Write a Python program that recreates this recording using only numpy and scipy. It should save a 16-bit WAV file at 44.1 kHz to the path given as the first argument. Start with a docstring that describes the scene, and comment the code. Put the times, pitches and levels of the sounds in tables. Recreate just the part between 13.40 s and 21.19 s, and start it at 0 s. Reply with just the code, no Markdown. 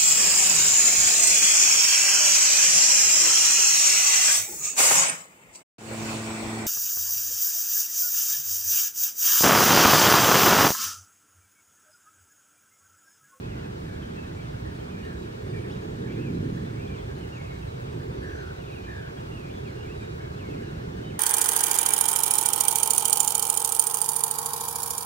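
"""In a quiet open field, far traffic swells and fades as four bands of filtered noise.
Songbirds whistle in short gliding sines and thin high calls; crows caw hoarsely in the distance
as sines modulated in amplitude and frequency, over a random chorus of birds farther off.
Sparse echoes smear the calls, and two close microphone ports widen the scene and the hiss of open air."""
import sys
import numpy as np
from scipy import signal
from scipy.fft import rfft, irfft
from scipy.io import wavfile
from scipy.ndimage import uniform_filter1d

SR = 44100
rng = np.random.default_rng(int(sys.argv[2]) if len(sys.argv) > 2 else 0)


def pcm_store(signal):
    """Save signal as 16-bit PCM."""
    levels = np.round(np.clip(np.atleast_2d(signal), -1, 1) * 32767)
    wavfile.write(sys.argv[1], SR, levels.astype(np.int16).T)


N = 343539  # length [samples]

# Spectrum of the traffic noise. Each row: frequency in Hz, relative level in dB.
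TRAFFIC_SPECTRUM = [(12, -52), (20, -16.5), (63, 0), (125, 2.5), (258, -8.5), (386, -8.5), (435, -10.5),
                    (544, -24.5), (700, -44.5), (910, -70), (1540, -120)]
# Course of the traffic. Each row: time in seconds, levels in dB of the rumble, the drone above it
# and the upper roar.
TRAFFIC_LEVELS = [(0, -38, -43, -47.5), (.8, -41, -42, -48), (1.2, -38.5, -44, -49.5),
                  (1.5, -43, -42, -46.5), (1.95, -43, -44, -46), (2.15, -34, -40.5, -42),
                  (2.4, -39, -41, -45), (2.8, -35, -35, -40.5), (3.1, -32, -33, -42),
                  (3.43, -37.5, -42, -45), (4.2, -40, -45.5, -50), (4.45, -37, -44, -43.5),
                  (4.75, -37, -42.5, -41), (5.05, -42.5, -48, -47), (5.85, -41.5, -45.5, -49.5),
                  (6.3, -41.5, -44.5, -44), (6.83, -42.5, -47.5, -47.5), (7.15, -38, -41, -44),
                  (7.79, -39, -42, -46.5)]
# Whistled notes, one glide each. 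Each row: start in seconds, length in seconds, first pitch in Hz,
# last pitch in Hz, peak level in dB.
WHISTLES = [ (0.018, 0.045, 2490, 2600, -60),    (0.101, .05, 2950, 2400, -56), (.12, .08, 2000, 2030, -60),
            (0.187, .02, 2900, 2800, -60), (.235, .025, 2690, 2500, -57), (.43, .12, 2250, 2290, -63),
            (.55, .015, 3100, 3600, -60), (.62, .018, 3500, 3050, -57), (.70, .03, 3420, 3190, -62),
            (.77, .05, 2605, 2600, -56), (0.823, .035, 2730, 2480, -56), (.90, .04, 2010, 2030, -61),
            (.95, 0.083, 2320, 2280, -60), (1.383, .04, 3000, 3300, -60), (1.45, .035, 2950, 3350, -66),
            (1.50, .04, 3500, 2840, -64), (1.50, 0.1, 2560, 2280, -57.5), (1.595, .035, 2720, 2240, -56),
            (1.62, .03, 2850, 2830, -56.5), (1.64, .05, 3650, 3990, -63), (1.93, .03, 2160, 2170, -62),
            (2.04, .03, 2250, 2000, -61), (2.09, .03, 5100, 4400, -61), (2.13, .08, 2400, 2296, -53.5),
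            (2.225, .035, 2600, 2200, -57), (2.299, 0.032, 2500, 3940, -53), (2.303, .025, 3850, 6200, -62),
            (2.355, .015, 3110, 1980, -53.5), (2.55, .015, 3200, 2400, -61), (2.56, .035, 3850, 3880, -64),
            (2.615, .02, 3900, 3400, -59), (2.672, 0.054, 2200, 2380, -53.5),
            (2.715, .025, 2650, 2780, -58), (2.715, .02, 2380, 2600, -59), (2.735, .03, 2600, 2380, -60),
            (2.76, 0.094, 2380, 2630, -57), (2.802, .04, 2650, 2820, -59),
            (2.847, 0.052, 2620, 2260, -53.5), (3.101, .18, 3900, 4050, -68),
            (3.362, 0.083, 2135, 2540, -55.5), (3.39, .07, 2730, 2520, -58), (3.452, .12, 2400, 2370, -55),
            (3.47, .02, 3010, 3620, -57), (3.54, .03, 3050, 2600, -57), (3.579, .04, 3600, 3050, -57),
            (3.75, .02, 3950, 4250, -61), (3.80, .02, 2850, 3100, -59), (3.825, .03, 3050, 2650, -55),
            (3.92, .045, 2880, 2600, -54.5), (3.964, .02, 2630, 2230, -52), (3.98, .015, 2550, 2250, -57),
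            (3.985, .035, 2220, 2220, -52), (4.04, 0.037, 2650, 2480, -55), (4.074, .02, 2480, 2150, -54),
            (4.10, 0.063, 2170, 2200, -55), (4.215, 0.032, 2780, 2600, -56), (4.244, .055, 2680, 2200, -65),
            (4.77, 0.098, 4500, 4540, -66), (4.86, .17, 5750, 6250, -65), (4.89, .035, 3530, 2540, -59),
            (4.96, .02, 4850, 4800, -64), (5.005, .025, 4700, 4800, -65), (5.105, .135, 3930, 3980, -67),
            (5.20, .055, 3000, 2340, -58.5), (5.261, 0.047, 2950, 2310, -54.5),
            (5.305, 0.046, 2760, 2350, -55), (5.354, .03, 2900, 2500, -55), (5.383, 0.14, 2480, 2364, -58),
            (5.43, .03, 3000, 3050, -60), (5.768, .02, 3250, 3330, -59), (5.785, .02, 3100, 2450, -61),
            (5.911, .04, 2790, 2820, -53), (5.949, .045, 2780, 2660, -54), (5.995, 0.029, 2820, 2480, -58),
            (6.026, 0.067, 2490, 2350, -58), (6.09, .03, 2350, 3050, -54), (6.102, 0.12, 3470, 3380, -60.5),
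            (6.245, 0.068, 2850, 2045, -55.5), (6.27, .075, 4220, 4100, -64),
            (6.355, 0.11, 2780, 2860, -57.5), (6.434, .04, 2280, 2330, -54), (6.47, 0.066, 2320, 2790, -55),
            (6.60, .05, 2470, 2400, -56), (6.619, .05, 3710, 3780, -62), (6.80, .075, 2200, 2240, -61),
            (6.985, .05, 3100, 2300, -53.5), (7.035, .055, 2220, 2150, -57),
            (7.091, 0.047, 2710, 2600, -56), (7.135, .025, 2600, 2160, -55), (7.16, 0.066, 2130, 2160, -60),
            (7.227, 0.066, 2950, 2770, -61), (7.632, 0.07, 3030, 3000, -54.5),
            (7.652, 0.042, 3720, 3820, -60), (7.695, 0.032, 3050, 2150, -56), (7.735, .05, 2080, 2150, -58)]
# Thin high calls. Each row: start in seconds, length in seconds, first pitch in Hz, last pitch in Hz,
# peak level in dB.
HIGH_CALLS = [(.38, .20, 9200, 9600, -77), (1.25, .25, 8800, 9400, -74), (1.63, .13, 8350, 8400, -75),
              (2.05, 0.4, 9000, 8950, -72.5), (2.33, .23, 6650, 6750, -75), (3.0, .07, 9200, 8340, -72),
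              (3.10, .08, 6940, 6300, -71), (3.30, .10, 7900, 8300, -74), (3.718, 0.2, 9440, 8500, -75),
              (3.93, .09, 6700, 6500, -69)]
# Caws. Each row: start in seconds, length in seconds, top pitch in Hz, last pitch in Hz, peak level in dB.
CAWS = [(.13, 0.13, 1550, 1485, -56), (0.449, 0.25, 1680, 1570, -58.5), (0.832, 0.1, 1800, 1520, -56),
        (1.122, 0.074, 1600, 1400, -56), (1.24, .10, 1800, 1720, -55), (1.629, 0.17, 1850, 1584, -53.5),
        (2.13, 0.064, 1830, 1760, -51.5), (2.23, .07, 1830, 1850, -55), (2.63, 0.12, 1817, 1550, -55),
        (2.753, 0.17, 1700, 1650, -58.5), (3.04, 0.044, 1750, 1750, -54), (3.158, .07, 1710, 1710, -54),
        (3.68, 0.062, 1750, 1550, -53), (4.584, .08, 1620, 1625, -59), (4.81, 0.36, 1740, 1420, -48.5),
        (5.46, .27, 1800, 1540, -48.5), (6.279, 0.26, 1610, 1610, -59), (6.78, 0.13, 1650, 1547, -55.5),
        (7.20, 0.23, 1680, 1700, -57), (7.552, .08, 1680, 1464, -56)]
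# Hiss common to both ports. Each row: frequency in Hz, relative level in dB.
COMMON_AIR_SPECTRUM = [(310, -16.5), (520, -2.5), (732, -5), (1220, -8), (1700, -7.5), (2010, -12.5),
                       (2260, -12.5), (3830, -15), (5470, -19.5), (8630, -25), (11500, -32.5),
                       (15000, -29.5), (15700, -26)]
# Hiss opposed in the two ports. Each row: frequency in Hz, relative level in dB.
OPPOSED_AIR_SPECTRUM = [(150, -64), (260, -21), (373, -5), (413, -4), (646, -10.5), (1500, -17.5),
                        (2680, -25.5), (4640, -31.5), (5510, -36), (8040, -39), (11100, -48), (15700, -51)]
# Transfer of the port pair from common to opposed sound. Each row: frequency in Hz, gain in dB,
# phase in radians.
PORT_TRANSFER = [(50, -16.5, 3.5), (200, -16, 2.5), (300, -10.5, 2.8), (400, 2, 1.9), (500, 2.2, 1.77),
                 (696, 1.5, 2.15), (1500, 0, 1.5), (2200, -2, 1.8), (3000, -3, 1.75), (5000, -14, 0.73),
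                 (12000, -22, 0.2)]

COMMON_AIR_DB, OPPOSED_AIR_DB = -52.5, -42
BAND_LIMIT_HZ = 15740
HUM_DB, HUM_FOLLOWS = -41.5, 0.17  # deepest hum at mean traffic; share of each rumble swell it follows
BAND_DRIFT_DB = 0.65  # rms random drift of each traffic band
NOTE_PEAK, NOTE_START_DB, NOTE_END_DB = 0.53, -3.5, -5  # peak as share of length; ends relative to it
NOTE_BEND, LEGATO_S = .6, 0.0053  # share of the glide done at the peak; overlap into the next note
CAW_OPENS, CAW_SAGGED = .12, .55  # shares of the length at which the pitch tops and has sagged
CAW_START_PITCH = .9  # share of the top pitch
CAW_START_DB, CAW_SAG_DB, CAW_END_DB = -3., -3, -8.5  # relative to the peak


def gain_of(db):
    """An amplitude ratio is ten to the power of its decibels over twenty."""
    return 10 ** (np.asarray(db) / 20)


def evened(x):
    """Division by the root mean square normalizes a signal to rms 1."""
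    return x / np.sqrt(np.mean(abs(x) ** 2) + 1e-20)


def read(hz, at_hz, value):
    """A spectrum is interpolated linearly along a logarithmic frequency axis."""
    return np.interp(np.log(hz + 1), np.log(np.asarray(at_hz) + 1), value)


def smoothed(x, bins, frames):
    """Averaging over neighbouring bins and frames correlates a random field, here scaled to rms 1."""
    across = uniform_filter1d(x, size=bins, axis=0)
    return evened(uniform_filter1d(across, size=frames, axis=1))


def wander(count, size):
    """Noise averaged twice over size samples is a slow random drift, scaled to rms 1."""
    once = uniform_filter1d(rng.standard_normal(count), size=size)
    return evened(uniform_filter1d(once, size=size))


def traffic(edges_hz=(100, 170, 330), blend_hz=30):
    """Superposed noise bands, separately modulated, make the hum, rumble, drone and roar of traffic."""
    s, rumble_db, drone_db, roar_db = np.transpose(TRAFFIC_LEVELS)
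    hum_db = HUM_DB + HUM_FOLLOWS * (rumble_db - rumble_db.mean())
    hz, t = np.fft.rfftfreq(N, 1 / SR), np.arange(N) / SR
    spectrum = rfft(rng.standard_normal(N)) * gain_of(read(hz, *np.transpose(TRAFFIC_SPECTRUM)))
    # Each ramp passes what lies above its edge; differences of ramps are bands.
    low, middle, high = (np.clip((hz - edge) / blend_hz + .5, 0, 1) for edge in edges_hz)
    shares = 1 - low, low - middle, middle - high, high
    out = np.zeros(N)
    for db, share in zip((hum_db, rumble_db, drone_db, roar_db), shares):
        band = evened(irfft(spectrum * share, N))
        level_db = np.interp(t, s, db) + BAND_DRIFT_DB * wander(count=N, size=8000)
        out += gain_of(level_db) * band
    return out


def whistle(start, length, first_hz, last_hz, db):
    """A whistled note is a frequency glide, quicker at first, under a swelling and fading envelope."""
    peak_hz = first_hz + NOTE_BEND * (last_hz - first_hz)
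    end = start + length
    return [(start, first_hz, db + NOTE_START_DB),
            (start + NOTE_PEAK * length, peak_hz, db),
            (end, last_hz, db + NOTE_END_DB),
            (end + LEGATO_S, last_hz, db + NOTE_END_DB)]


def caw(start, length, top_hz, last_hz, db):
    """Pitch and level are coupled: the throat opens fast to its top pitch, sags and dies away low."""
    sagged_hz = last_hz + .2 * (top_hz - last_hz)
    return [(start, CAW_START_PITCH * top_hz, db + CAW_START_DB),
            (start + CAW_OPENS * length, top_hz, db),
            (start + CAW_SAGGED * length, sagged_hz, db + CAW_SAG_DB),
            (start + length, last_hz, db + CAW_END_DB)]


def birds(notes, waver_hz, shake_db, throb=0., throbs_per_s=59.8, sweep_hz=0., fade_s=0.0041):
    """A wavering sine is a whistle; joint amplitude and frequency modulation makes a throat hoarse."""
    out = np.zeros(N)
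    for rows in notes:
        s, hz, db = np.transpose(rows)
        t = np.arange(s[0], s[-1], 1 / SR)
        throb_rate = throbs_per_s * (1 + .15 * wander(count=len(t), size=300))
        beat = 2 * np.pi * (np.cumsum(throb_rate) / SR + rng.random())
        pitch_hz = np.interp(t, s, hz) + waver_hz * wander(count=len(t), size=60)
        pitch_hz -= sweep_hz * np.sin(beat)  # rises through the loud part of each throb
        phase = 2 * np.pi * np.cumsum(pitch_hz) / SR
        note = np.sin(phase) * (1 - throb * np.cos(beat))
        level = gain_of(np.interp(t, s, db) + shake_db * wander(count=len(t), size=220))
        fade = np.clip(np.minimum(t - s[0], s[-1] - t) / fade_s, 0, 1)
        part = out[round(s[0] * SR):][:len(t)]
        part += (evened(note) * level * fade)[:len(part)]
    return out


def far_chorus(count, low_hz, high_hz, db, spread_db, glide=.12):
    """Many independent sources form a random sequence of short notes, most of them falling."""
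    when, pitch, length, slope, size = rng.random((count, 5)).T
    start = when * (N / SR - .2)
    end = start + 0.02 + .07 * length
    first_hz = low_hz * (high_hz / low_hz) ** pitch
    last_hz = first_hz * (1 + glide * (1.4 * slope - 1))
    level_db = db + spread_db * (size - .5)
    return [[(a, f, d), (b, g, d)] for a, b, f, g, d in zip(start, end, first_hz, last_hz, level_db)]


def trees(x, t60=0.65):
    """Scattering from trees and fences is a convolution with sparse, exponentially decaying echoes."""
    t = np.arange(SR) / SR
    signs = rng.choice([-1., 1.], len(t))
    present = (rng.random(len(t)) < .05) * (t > .008)
    echoes = signs * present * gain_of(-60 * t / t60)
    return signal.fftconvolve(x, echoes / np.linalg.norm(echoes))[:N]


def air_hiss(tone, patchy_db, flicker_db):
    """Open air is coloured noise, modulated in drifting patches and by a flicker shared over wide bands."""
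    frames, hz = N // 256 + 5, np.fft.rfftfreq(1024, 1 / SR)
    real, imaginary, patches, flicker = rng.standard_normal((frames, 513, 4)).T
    colour_db = read(hz, *np.transpose(tone))[:, None]
    change_db = (patchy_db * smoothed(patches, bins=5, frames=7)
                 + flicker_db * smoothed(flicker, bins=200, frames=4))
    z = (real + 1j * imaginary) * gain_of(colour_db + change_db)
    return evened(signal.istft(z, nperseg=1024, noverlap=768)[1][:N])


def port_pair(common):
    """Two close ports act as a linear filter of gain and phase turning common into opposed sound."""
    hz = np.fft.rfftfreq(N, 1 / SR)
    at_hz, db, phase = np.transpose(PORT_TRANSFER)
    transfer = gain_of(read(hz, at_hz, db)) * np.exp(1j * read(hz, at_hz, phase))
    return irfft(rfft(common) * transfer, N)


def scene():
    """By superposition, left and right are the sum and difference of common and opposed sound."""
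    song = birds([whistle(*row) for row in WHISTLES], waver_hz=60.4, shake_db=2.0)
    song += birds([whistle(*row) for row in HIGH_CALLS], waver_hz=150, shake_db=2.0)
    crows = birds([caw(*row) for row in CAWS], waver_hz=50.6, shake_db=1.0,
                  throb=0.31, throbs_per_s=58, sweep_hz=93.5, fade_s=0.015)

    middle_notes = far_chorus(count=220, low_hz=1999, high_hz=4112, db=-69.5, spread_db=6.5)
    hoarse_notes = far_chorus(count=60, low_hz=1459, high_hz=1904, db=-65.5, spread_db=4.5)
    high_notes = far_chorus(count=200, low_hz=4220, high_hz=9800, db=-80.5, spread_db=10)
    far = birds(middle_notes, waver_hz=69.6, shake_db=3.0)
    far += birds(hoarse_notes, waver_hz=70, shake_db=2.5, throb=.4, sweep_hz=70)
    far += birds(high_notes, waver_hz=90, shake_db=3.5)
    calls = song + crows + far

    common = traffic() + calls + gain_of(-6.5) * trees(calls)
    common += gain_of(COMMON_AIR_DB) * air_hiss(COMMON_AIR_SPECTRUM, patchy_db=1.18, flicker_db=0.68)

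    # The crows are off to one side, so more of them is heard opposed.
    opposed = port_pair(common + .4 * crows)
    opposed += gain_of(OPPOSED_AIR_DB) * air_hiss(OPPOSED_AIR_SPECTRUM, patchy_db=.6, flicker_db=0.8)
    # Independent traffic noise and echoes widen the image.
    opposed += gain_of(-24.5) * traffic() + gain_of(-9) * trees(calls)
    return np.array([common + opposed, common - opposed])


def record(dry, bass_cut_hz=26):
    """A first-order high-pass is the microphone's bass loss; a steep low-pass is the recorder's band limit."""
    thinned = signal.lfilter(*signal.butter(N=1, Wn=bass_cut_hz, btype="high", fs=SR), dry)
    low_pass = signal.firwin(1023, BAND_LIMIT_HZ, window=("kaiser", 9), fs=SR)
    return signal.oaconvolve(thinned, low_pass[None], "same")


dry = scene()
out = record(dry)
pcm_store(out)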